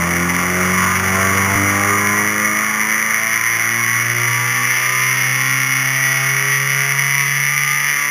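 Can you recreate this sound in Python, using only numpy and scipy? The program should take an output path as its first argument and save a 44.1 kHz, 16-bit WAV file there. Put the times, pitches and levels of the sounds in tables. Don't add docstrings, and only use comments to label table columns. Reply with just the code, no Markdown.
import sys
import numpy as np
from scipy import signal
from scipy.fft import rfft, irfft, next_fast_len
from scipy.io import wavfile

SR = 44100
rng = np.random.default_rng(int(sys.argv[2]) if len(sys.argv) > 2 else 0)


def unload_wav(signal):
    wavfile.write(
        sys.argv[1],
        SR,
        np.round(np.clip(np.atleast_2d(signal).T, -1, 1) * 32767).astype(np.int16),
    )


def natural_amplitude(level_db):
    exponent = np.asarray(level_db, float) / 20
    return 10 ** exponent


N = 357210

# (time [s], firing rate [1/s])
FIRING_RATE = [(0.0, 85.5), (0.45, 89.69), (0.9, 93.55), (1.35, 96.79), (1.8, 100.66), (2.25, 103.7),
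               (2.7, 106.72), (3.15, 110.8), (3.6, 114.97), (4.05, 118.81), (4.5, 123.22), (4.95, 127.87),
               (5.4, 131.33), (5.85, 133.02), (6.3, 134.92), (7.2, 139.84), (7.65, 142.26), (8.1, 145.29)]
# (time [s], skip [firings])
SLIPS = [
    (1.559, .33),
]

# (time [s], whole orders to 7th [dB], whole orders above [dB], half orders above 6th [dB])
BOOM_LEVELS = [(0, -28.5, -33.5, -41), (1, -24.7, -28.3, -36), (2.26, -27.2, -28.8, -37),
               (2.3, -29.4, -31.8, -39), (3.5, -34.5, -34.9, -41), (5, -35.4, -32.3, -37),
               (6.5, -34.7, -35.8, -39), (8.1, -36.5, -32.6, -37)]
# (time [s], rasp [dB], clatter [dB])
UPPER_LEVELS = [(0, -26.5, -19.5), (.9, -21.5, -19), (1.8, -22, -17.5), (2.3, -25, -17.5),
                (3.5, -28, -16.5), (4.3, -27, -18), (5, -28, -18), (5.8, -26.5, -18), (6.5, -28.5, -18),
                (7.3, -33.5, -18), (8.1, -34.5, -18.5)]
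# (time [s], valve ticks [dB], gas noise [dB])
CLATTER_MIX = [(0, -1, -2), (.9, 0, -2), (1.25, -4, -3), (1.5, 0, -3), (2.2, -8, -4), (3.9, -9, -5),
               (4.2, -2, -6), (5.2, 0, -7), (5.65, -11, -11), (6.2, 0, -8), (6.7, -8, -9), (7.4, -10, -9),
               (8.1, -6, -9)]
# (time [s], level [dB])
CLATTER_TOP = [(0, 6.5), (1, 7.5), (2.5, 3), (3.5, 4), (5, 9), (6.5, 7.5), (8.1, 7.5)]
# (time [s], level [dB])
ROAR_LEVELS = [(0, -37), (1, -37), (2.26, -39), (2.3, -44), (3.5, -48), (5, -50), (6.5, -52), (8.1, -52)]

# (position [firings], level [dB])
EXHAUST_CYCLE = [
    (0, 10.5),
    (1.036, 7),
    (2.012, 13.5),
    (3.049, 2),
    (0.198, -8.5),
    (2.621, 2),
]
# (position [firings], level [dB])
KNOCK_CYCLE = [
    (.67, -3),
    (1.63, -1.5),
    (2.68, -4),
    (3.65, 0),
]
# (position [firings], level [dB])
VALVE_CYCLE = [
    (0.081, -12),
    (1.164, -7.5),
    (1.979, -18),
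    (2.26, -7),
    (3.111, -8.5),
]

# (frequency [Hz], level [dB])
TAIL_PIPE = [(600, -58), (900, -18.5), (980, 0), (1040, 4.5), (1190, 8.5), (1300, 8), (1500, -1),
             (1700, -0.5), (2000, -23)]
# (frequency [Hz], level [dB])
BLOCK = [(1200, -38), (1500, -13), (1750, -1.5), (1950, 3), (2170, 4.5), (2350, -4), (2600, -4),
         (2880, -6.5), (3100, -17), (3450, -15.5), (3700, -27.5), (3950, -27), (4300, -28.5)]
# (frequency [Hz], level [dB])
TYRES = [(20, -43), (60, 1), (100, -11), (300, -1), (600, 2), (900, 2), (1300, -27), (2000, -23),
         (4000, -55)]

# (frequency [Hz], signed height [1], width [Hz])
ROOM_WAVES = [(89.3, -1.25, 15.3), (89.5, 0.48, 2.9), (97.8, 1.81, 13.6), (97.9, -2.44, 7.7),
              (120.6, -3.91, 5.9), (127.4, 3.57, 12.9), (128.0, -4.11, 7.0), (139.9, 4.78, 10.4),
              (143.1, -4.95, 8.6), (146.6, 2.63, 3.3), (174.0, -1.71, 14.8), (185.9, 1.92, 3.9),
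              (192.1, -1.22, 7.1), (205.4, -0.42, 2.9),
              (216.0, 1.01, 13.8), (225.9, -0.59, 2.9), (232.5, -1.06, 3.2), (249.4, 0.58, 3.1),
                    (264.6, 0.72, 6.7), (286.7, -0.34, 7.7), (293.9, -0.77, 2.9), (296.0, 1.09, 10.6),
                    (317.3, -0.79, 4.0), (327.2, 0.77, 11.1), (328.5, -0.93, 4.7), (349.5, -0.56, 5.5),
                    (361.7, -0.74, 8.5), (386.9, 0.46, 11.0),
              (406.2, -1.04, 4.3), (412.9, 0.72, 10.4), (431.7, 0.12, 2.9), (459.9, -0.15, 45.9),
               (475.0, 0.37, 6.3), (499.7, -0.35, 25.7), (524.0, 0.55, 4.4), (537.6, -0.08, 2.9),
               (548.4, -0.32, 8.7), (565.9, -0.1, 2.9), (573.7, 0.31, 3.3), (582.3, -0.18, 5.9),
               (599.1, -0.42, 12.9), (634.4, 0.57, 5.6),
              (652.2, -0.24, 3.4), (671.6, -0.55, 7.3), (689.5, -0.46, 6.5), (709.7, -0.08, 6.4),
                  (726.1, 0.12, 3.1), (761.9, 0.3, 10.6), (779.0, -0.33, 9.2), (806.4, 0.55, 10.1),
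                  (828.5, -0.27, 11.6), (856.3, 0.5, 9.4), (883.4, -0.57, 4.1), (901.0, 0.25, 14.5),
                  (929.1, 0.22, 6.5), (947.2, -0.22, 19.5),
              (971.7, -0.6, 12.9), (1023.6, 1.35, 25.0), (1031.5, -1.32, 17.5), (1049.2, 0.78, 4.8),
                 (1079.5, -0.64, 14.3), (1090.9, 0.83, 7.0), (1118.1, -1.39, 10.4), (1135.3, 0.86, 2.9),
                 (1156.7, -1.31, 17.0), (1182.3, 1.35, 6.7), (1207.6, -2.42, 23.0), (1217.3, 1.78, 22.8),
                 (1246.9, -0.22, 5.2), (1296.4, 0.67, 39.2)]
# (frequency [Hz], width [Hz])
ENGINE_BAY = [(1400, 30), (1450, 20), (1490, 20), (1570, 30), (1695, 35), (1785, 30), (1860, 35),
              (1945, 35), (2015, 25), (2050, 20), (2120, 35), (2185, 30), (2250, 30), (2320, 35)]

WORKSHOP_T60_S = .35
BOOM_ENDS_HZ, WORKSHOP_BLURS_HZ = 1330, 1330
HALF_DB, QUARTER_DB, THREE_HALVES_DB = -13, -21, -14.5
BOOM_FLUTTER_DB = .75
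CLATTER_FLUTTER_DB = 0.59
BAY_PEAK_DB = 3
RASP_WAVES_DB = -2.0
CAPTURE_HZ, HOLD = 8000, 4


def rms_one(x):
    return x / np.sqrt(np.mean(x ** 2) + 1e-20)


def in_time(rows):
    s, *columns = np.transpose(rows)
    return [np.interp(np.arange(N) / SR, s, column) for column in columns]


def firings(rate):
    count = np.cumsum(rate) / SR
    for s, skipped in SLIPS:
        count = count + skipped * (np.arange(N) >= s * SR)
    return count


def drift(rate_hz):
    r = np.exp(-2 * np.pi * rate_hz * 40 / SR)
    noise = rng.standard_normal(N // 40 + 2002)
    slow = signal.lfilter([1], [1, -2 * r, r * r], noise)[2000:]
    return np.interp(np.arange(N) / 40, np.arange(len(slow)), rms_one(slow))


def colour(x, spectrum):
    hz, db = np.transpose(spectrum)
    grid_hz = np.arange(4097) * SR / 8192 + 1
    cepstrum = irfft(np.log(natural_amplitude(np.interp(np.log(grid_hz), np.log(hz), db))))
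    cepstrum[1:4096] *= 2
    cepstrum[4097:] = 0
    impulse = irfft(np.exp(rfft(cepstrum)))
    return rms_one(signal.fftconvolve(x, impulse)[:N])


def contacts(count, cycle, spread_db, jitter_s):
    place, level_db = np.transpose(cycle)
    wanted = np.arange(0, count[-1], 4)[:, None] + place
    timing, strength = rng.standard_normal((2, *wanted.shape))
    at = np.searchsorted(count, wanted) + np.round(jitter_s * SR * timing).astype(int)
    clicks = np.zeros(N)
    np.add.at(clicks, np.clip(at, 0, N - 1), natural_amplitude(level_db + spread_db * strength))
    return rms_one(clicks)


def puffs(clicks, puff_s, steady):
    decay = np.exp(-1 / (puff_s * SR))
    gate = rms_one(signal.lfilter([1], [1, -decay], clicks))
    return rms_one((gate + steady) * rng.standard_normal(N))


def standing_waves(hz):
    waves = ROOM_WAVES
    return sum(height / (1 + 2j * (hz - centre_hz) / width_hz) for centre_hz, height, width_hz in waves)


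def workshop(x, wet_db):
    size = next_fast_len(N + SR)
    turn = -2j * np.pi * np.arange(size // 2 + 1) / size
    response = 0
    for k, lag in enumerate([613, 757, 887, 1013, 1151, 1291, 1433, 1607, 1783, 1973]):
        echo = natural_amplitude(-60 * lag / SR / WORKSHOP_T60_S) * np.exp(turn * lag)
        response = response + (-1) ** k * echo / (1 - echo)
    return rms_one(irfft(rfft(x, size) * (1 + natural_amplitude(wet_db) * response), size)[:N])


def engine_bay(x):
    rings = 0
    for hz, width_hz in ENGINE_BAY:
        r, w = np.exp(-np.pi * width_hz / SR), 2 * np.pi * hz / SR
        gain = (1 - r * r) / 2
        rings = rings + signal.lfilter([gain, 0, -gain], [1, -2 * r * np.cos(w), r * r], x)
    return x + natural_amplitude(BAY_PEAK_DB) * rings


def order_tones(count, rate, orders, levels_db, starts):
    hz = np.arange(20, 2400, .5)
    heard = standing_waves(hz) / np.sqrt(1 + (hz / BOOM_ENDS_HZ) ** 32)
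    count, rate = count[::8], rate[::8]
    low = 0
    for order, db, start in zip(orders, levels_db, starts):
        db = db + BOOM_FLUTTER_DB * np.log2(1 + order) * drift(7)[::8]
        turning = np.exp(2j * np.pi * (order * count + start))
        tone = (np.interp(order * rate, hz, heard) * turning).imag
        low = low + np.sqrt(2) * natural_amplitude(db) * tone
    return signal.resample_poly(low, 8, 1)[:N]


def boom(count, rate, low_db, high_db, halves_db):
    quarter = np.array([q for q in range(4, 63) if q < 42 or q % 2 == 0])
    faint = quarter % 4 > 0
    halves = (quarter % 4 == 2) & (quarter > 24)
    kind_db = np.array([0, QUARTER_DB, HALF_DB, QUARTER_DB])[quarter % 4] * ~halves
    kind_db = kind_db + 1.5 * faint * rng.standard_normal(len(quarter))
    kind_db = np.where(quarter == 6, THREE_HALVES_DB, kind_db)
    lines = np.array([quarter / 4, kind_db, faint * rng.random(len(quarter))])
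    low = (quarter < 30) & (quarter != 6)
    groups = [(low_db, low & ~halves), (high_db, ~low & ~halves), (halves_db, halves)]
    return sum(natural_amplitude(db) * order_tones(count, rate, *lines[:, chosen]) for db, chosen in groups)


def rasp(count, level_db, gas_db):
    pulses = contacts(count, EXHAUST_CYCLE, spread_db=1.2, jitter_s=1.5e-5)
    gas = natural_amplitude(gas_db - 6) * puffs(pulses, puff_s=.004, steady=2)
    piped = colour(pulses + gas, TAIL_PIPE)
    size = next_fast_len(N + SR)
    hz = np.arange(size // 2 + 1) * SR / size
    low = 1 / (1 + (hz / WORKSHOP_BLURS_HZ) ** 24)
    coarse_hz = hz[:2400 * size // SR:4]
    waves = np.interp(hz, coarse_hz, standing_waves(coarse_hz))
    below = natural_amplitude(RASP_WAVES_DB) * low * waves * rfft(piped, size)
    above = (1 - low) * rfft(workshop(engine_bay(piped), wet_db=-15), size)
    return natural_amplitude(level_db + .5) * rms_one(irfft(below + above, size)[:N])


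def swell(x, hz, r):
    poles = [1, -2 * r * np.cos(2 * np.pi * hz / SR), r * r]
    return signal.sosfilt([poles[::-1] + poles] * 2, x)


def clatter(count, level_db, valve_db, gas_db):
    knocks = contacts(count, KNOCK_CYCLE, spread_db=1.8, jitter_s=1.2e-5)
    knocks = knocks + natural_amplitude(valve_db) * contacts(count, VALVE_CYCLE, spread_db=1.8, jitter_s=1.2e-5)
    gas = natural_amplitude(gas_db) * puffs(knocks, puff_s=.003, steady=1.5)
    even = np.sqrt(1 + natural_amplitude(2 * valve_db) + natural_amplitude(2 * gas_db))
    block = colour(swell((knocks + gas) / even, hz=1854, r=0.958), BLOCK)
    top = signal.sosfiltfilt(signal.butter(4, 2600, "high", fs=SR, output="sos"), block)
    smeared_top = swell(top, hz=3100, r=0.94)
    block = block - top + natural_amplitude(*in_time(CLATTER_TOP)) * smeared_top
    return natural_amplitude(level_db) * workshop(engine_bay(block), wet_db=-15)


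def tyre_roar(level_db):
    return natural_amplitude(level_db + 1.2 * drift(6)) * colour(rng.standard_normal(N), TYRES)


def scene():
    rate, = in_time(FIRING_RATE)
    count = firings(rate)
    rasp_db, clatter_db = in_time(UPPER_LEVELS)
    valve_db, gas_db = in_time(CLATTER_MIX)
    roar_db, = in_time(ROAR_LEVELS)
    exhaust = boom(count, rate, *in_time(BOOM_LEVELS)) + rasp(count, rasp_db, gas_db)
    engine = clatter(count, clatter_db + CLATTER_FLUTTER_DB * drift(17), valve_db, gas_db)
    return (exhaust + engine + tyre_roar(roar_db))[None]


def low_pass(x):
    return signal.sosfilt(signal.butter(12, 15720, fs=SR, output="sos"), x)


def record(dry):
    captured = signal.resample_poly(dry, CAPTURE_HZ // 100, SR // 100, axis=1)
    captured = 1.237 * np.tanh(captured / 1.146)
    held = np.repeat(captured, HOLD, axis=1)
    out = signal.resample_poly(held, SR // 100, CAPTURE_HZ * HOLD // 100, axis=1)[:, :N]
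    out = signal.sosfilt(signal.cheby2(12, 40, 15500, fs=SR, output="sos"), out)
    return low_pass(out)


dry = scene()
out = record(dry)
unload_wav(out)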